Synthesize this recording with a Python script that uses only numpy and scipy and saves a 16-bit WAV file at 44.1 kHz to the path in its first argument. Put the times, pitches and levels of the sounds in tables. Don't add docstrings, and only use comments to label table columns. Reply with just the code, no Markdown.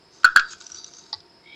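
import sys
import numpy as np
from scipy import signal
from scipy.fft import rfft, irfft
from scipy.io import wavfile
from scipy.ndimage import uniform_filter1d

SR = 44100
rng = np.random.default_rng(int(sys.argv[2]) if len(sys.argv) > 2 else 0)


def digitize_waveform(pressure):
    field = np.atleast_2d(pressure).T
    bounded = np.clip(field, -1, 1)
    quanta = np.round(bounded * 32767).astype(np.int16)
    wavfile.write(sys.argv[1], SR, quanta)


N = 68355


def amp(db):
    return 10 ** (np.asarray(db) / 20)


def unit_rms(x):
    return x / np.sqrt(np.mean(x ** 2) + 1e-20)


def rise(t, rise_s):
    return np.sin(np.pi / 2 * np.minimum(t / rise_s, 1)) ** 2


def curve(rows, column):
    rows = np.array(rows)
    return np.interp(np.arange(N) / SR, rows[:, 0], rows[:, column])


def colour(x, spectrum):
    hz, db = np.transpose(spectrum)
    bins_hz = np.fft.rfftfreq(len(x), 1 / SR)
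    gain = amp(np.interp(np.log(bins_hz + 1), np.log(hz + 1), db))
    return unit_rms(irfft(rfft(x) * gain, len(x)))


def add(mix, start_s, sound):
    part = mix[round(start_s * SR):][:len(sound)]
    part += sound[:len(part)]


def resonate(x, hz, width_hz):
    turn = np.exp(2j * np.pi * np.cumsum(hz * np.ones(len(x))) / SR)
    pole = np.exp(-np.pi * width_hz / SR)
    return 2 * (turn * signal.lfilter([1 - pole], [1, -pole], x / turn)).real


def band(x, hz, width_hz):
    return unit_rms(resonate(resonate(x, hz, width_hz), hz, width_hz))


def ring(t, hz, db, t60_s):
    return amp(db - 60 * t / t60_s) * np.sin(2 * np.pi * hz * t)


def jar_knocks():
    # start_s, strength_db, pitch_hz, bright_db, click_db, width_hz, glide_hz_per_s
    blows = [(0.2326, -41, 1390, 3, 4, 300, 0), (0.243, -2, 1460, 5, -25.5, 160.4, 1000),
             (0.2497, -4.5, 1420, 4.5, -25.5, 232, 14998.5), (0.3594, 1, 1370, 6, -25, 205, 42000),
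             (0.3700, -6, 1530, 7.5, -25.5, 330, 1000.5), (0.3952, -23, 1420, 17.5, 3, 300, 0.5),
             (.532, -37.5, 1470, 18, 1, 300, 0)]
    out, t = np.zeros(N), np.arange(SR // 3) / SR
    cavity = signal.butter(N=3, Wn=[1000, 1850], btype="band", fs=SR, output="sos")
    for start_s, db, hz, bright_db, click_db, width_hz, glide in blows:
        noise = rng.standard_normal(len(t))
        attack = rise(t, 0.0024)
        age = np.pi * width_hz * t
        pulse = (np.e * age * np.exp(-age) / 2) ** 2 * age
        pop = amp(20) * attack * pulse * np.sin(2 * np.pi * (hz + glide * t / 2) * t)
        end_hz = hz + glide / width_hz
        clack = amp(-20 - 60 * t / 0.24) * band(noise[::-1], end_hz, 250) * rise(t, 0.013)
        hollow = signal.sosfilt(cavity, pop + clack)
        wall = amp(-12) * attack * jar_ring(t, end_hz, bright_db)
        crack = amp(-27.5 + bright_db - 60 * t / 0.074) * rise(t, 0.01)
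        click = amp(click_db - 60 * t / 0.022)
        snap = (crack + click) * band(noise, 3400, 3000) * rise(t, 0.00068)
        offset = amp(-45) * np.sin(np.pi * np.minimum(t / 0.096, 1))
        add(out, start_s, amp(db) * (hollow + wall + snap + offset))
    return out


def jar_ring(t, blow_hz, bright_db):
    # pitch_hz, level_db, t60_s
    modes = [(1178, -10.5, .16), (1280.6, -3.5, 0.24), (1358.5, 3.5, 0.14), (1422, 3.5, 0.14),
             (1556.2, 5.5, 0.23), (1690, -16.5, 0.13), (2235, -31, 0.083), (2503, -21, 0.1),
             (2764, -18.5, 0.073), (3226, -21.5, 0.11), (3340, -18.5, 0.14), (4350, -23, 0.087)]
    out = np.zeros(len(t))
    for k, (hz, db, t60_s) in enumerate(modes):
        drive_db = bright_db if hz > 2000 else -40 * abs(np.log2(hz / blow_hz))
        out += (-1) ** k * ring(t, hz, db + drive_db, t60_s)
    return out


def grit(hits_per_s=6000, spread_db=2.5, clump_db=2.5):
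    size = amp(spread_db * np.minimum(rng.exponential(1, N), 4)) * rng.standard_normal(N)
    clumps = unit_rms(uniform_filter1d(uniform_filter1d(rng.standard_normal(N), 200), 200))
    hits = rng.random(N) < hits_per_s / SR
    return unit_rms(size * hits) * amp(clump_db * clumps)


def stir():
    # time_s, loose_db, scrape_db, top_db, top_hz
    course = [(.1, -91, -77, -78.5, 6000), (.15, -57, -62, -57.5, 6150), (.3, -60, -58, -70, 6460),
              (.47, -58.5, -48, -80, 6000), (.51, -39, -44, -41, 6550), (.535, -44, -72, -40.5, 6570),
              (.56, -58, -51, -61, 6700), (.598, -58, -75, -83, 6600), (.612, -42.5, -48.5, -59, 6500),
              (.645, -53, -58, -56, 6030), (.735, -49.5, -70, -55, 5920), (.765, -46, -45, -44, 5950),
              (.82, -71.5, -46.5, -51, 5970), (.87, -52.5, -49, -51.5, 6150), (.915, -64, -57.5, -57, 6150),
              (.99, -59.5, -52, -44.5, 6200), (1.06, -56.5, -55, -65.5, 6340),
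              (1.115, -57.5, -62, -67, 6610)]
    # pitch_hz, width_hz, level_db
    scrape_rings = [(1320, 310, -13.5), (3880, 370, -4), (4650, 140, 0)]
    # freq_hz, level_db
    loose_spectrum = [(530, -67), (900, -23), (1510, -3.5), (1920, -32), (2230, -18), (4370, -11),
                      (4750, -6), (6750, -11), (8200, -11), (10700, -50), (18000, -120)]
    grains, t = grit(), np.arange(N) / SR
    loose_db, scrape_db, top_db, top_hz = (curve(course, column) for column in (1, 2, 3, 4))
    loose = colour(grit(), loose_spectrum)
    scrape = unit_rms(sum(amp(db) * band(grains, hz, width_hz) for hz, width_hz, db in scrape_rings))
    top = band(grains, top_hz, width_hz=600)
    inside_s = np.minimum(t - course[0][0], course[-1][0] - t)
    fade = np.clip(inside_s / 0.092 + 1, 0, 1)
    return fade * (amp(loose_db) * loose + amp(scrape_db) * scrape + amp(top_db) * top)


def glass_ticks():
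    # start_s, level_db, pitch_hz, t60_s, snap_db
    ticks = [(.6047, -26.5, 6500, 0.0097, -4.5), (.666, -20, 5850, 0.011, -5),
             (.718, -24, 5790, 0.028, -10.5), (0.745, -24.5, 5910, 0.023, -8),
             (0.8432, -19, 5840, 0.014, -5), (0.936, -30, 5640, 0.017, -0.5),
             (.9838, -34, 6260, 0.021, 0.5), (1.2033, -30, 5060, 0.0092, -3)]
    out, t = np.zeros(N), np.arange(2000) / SR
    for start_s, db, hz, t60_s, snap_db in ticks:
        ping = ring(t, hz, 0, t60_s) * rise(t, 0.0015)
        noise = band(rng.standard_normal(len(t)), 4170, 2220)
        snap = amp(snap_db - 60 * t / 0.016) * rise(t, 0.0022) * noise / 2
        add(out, start_s, amp(db) * (ping + snap))
    return out


def spoon_rattle():
    # start_s, level_db
    bounces = [(1.1284, -18), (1.1295, -10.5), (1.1322, -19), (1.1369, -17.5), (1.1406, -16), (1.1467, -24)]
    # pitch_hz, level_db, t60_s
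    modes = [(880, -21, 0.08), (1130, -26.5, 0.061), (1964, -29, 0.045), (4075, -0.5, 0.0084),
             (4616, -2, 0.008), (4836, 3, 0.0069)]
    out, t = np.zeros(N), np.arange(6000) / SR
    tap = sum(ring(t, *mode) for mode in modes) * rise(t, 0.0011)
    for start_s, db in bounces:
        add(out, start_s, amp(db) * tap)
    return out


def scoop():
    # time_s, level_db, pitch_hz
    course = [(1.4, -80.5, 2080), (1.468, -52, 2200), (1.55, -44.5, 2310)]
    # pitch_hz, width_hz, level_db
    rings = [(3306, 290, -5.5), (3670, 300, -6.5)]
    friction = grit() + rng.standard_normal(N)
    steady = sum(amp(db) * band(friction, hz, width_hz) for hz, width_hz, db in rings)
    rising = band(friction, curve(course, 2), width_hz=160)
    fade = np.clip((np.arange(N) / SR - course[0][0]) / 0.027, 0, 1)
    return fade * amp(curve(course, 1)) * unit_rms(steady + rising)


def table_bumps(swell_s=0.019):
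    # start_s, level_db, pitch_hz
    thumps = [(0.459, -59, 204), (0.531, -65, 83.3), (0.718, -60, 77.4), (1.15, -53.5, 95)]
    out, t = np.zeros(N), np.arange(SR // 4) / SR
    envelope = np.e * t / swell_s * np.exp(-t / swell_s)
    for start_s, db, hz in thumps:
        add(out, start_s, amp(db) * envelope * np.sin(2 * np.pi * hz * t))
    return out


def with_echo(x, echo_db=-16.5, t60_s=0.24):
    t = np.arange(SR // 3) / SR
    tail = rng.standard_normal(len(t)) * amp(-60 * t / t60_s) * (t > 0.003)
    return x + amp(echo_db) * signal.fftconvolve(x, tail / np.linalg.norm(tail))[:N]


def room_tone():
    # freq_hz, level_db
    air_spectrum = [(15, -59), (25, -17), (199, -6.5), (256, -11.5), (338, -4.5), (457, -8.5), (519, -12),
                    (685, -17), (1080, -15), (1430, -15.5), (3630, -23), (5170, -11), (6020, -34),
                    (10500, -35.5), (13600, -70.5), (22000, -120)]
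    # pitch_hz, level_db
    tones = [(5150, -62.5), (7580, -81), (924, -66.5), (348, -65), (690, -67.5)]
    air = amp(-57) * colour(rng.standard_normal(N), air_spectrum)
    whines = sum(amp(db) * unit_rms(resonate(rng.standard_normal(N), hz, 23)) for hz, db in tones)
    low_cut = signal.butter(N=2, Wn=20, btype="high", fs=SR, output="sos")
    return signal.sosfilt(low_cut, air + whines)


def scene(mic_top_hz=8630):
    close = with_echo(jar_knocks() + glass_ticks() + spoon_rattle()) + stir() + scoop()
    high_cut = signal.cheby2(N=10, rs=40, Wn=mic_top_hz, fs=SR, output="sos")
    return (signal.sosfilt(high_cut, close) + room_tone() + table_bumps())[None]


def record(dry):
    ceiling, edge_hz = 0.7, 16200
    band_limit = signal.firwin(511, edge_hz, window=("kaiser", 9), fs=SR)
    return signal.oaconvolve(np.clip(dry, -ceiling, ceiling), band_limit[None], "same")


dry = scene()
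out = record(dry)
digitize_waveform(out)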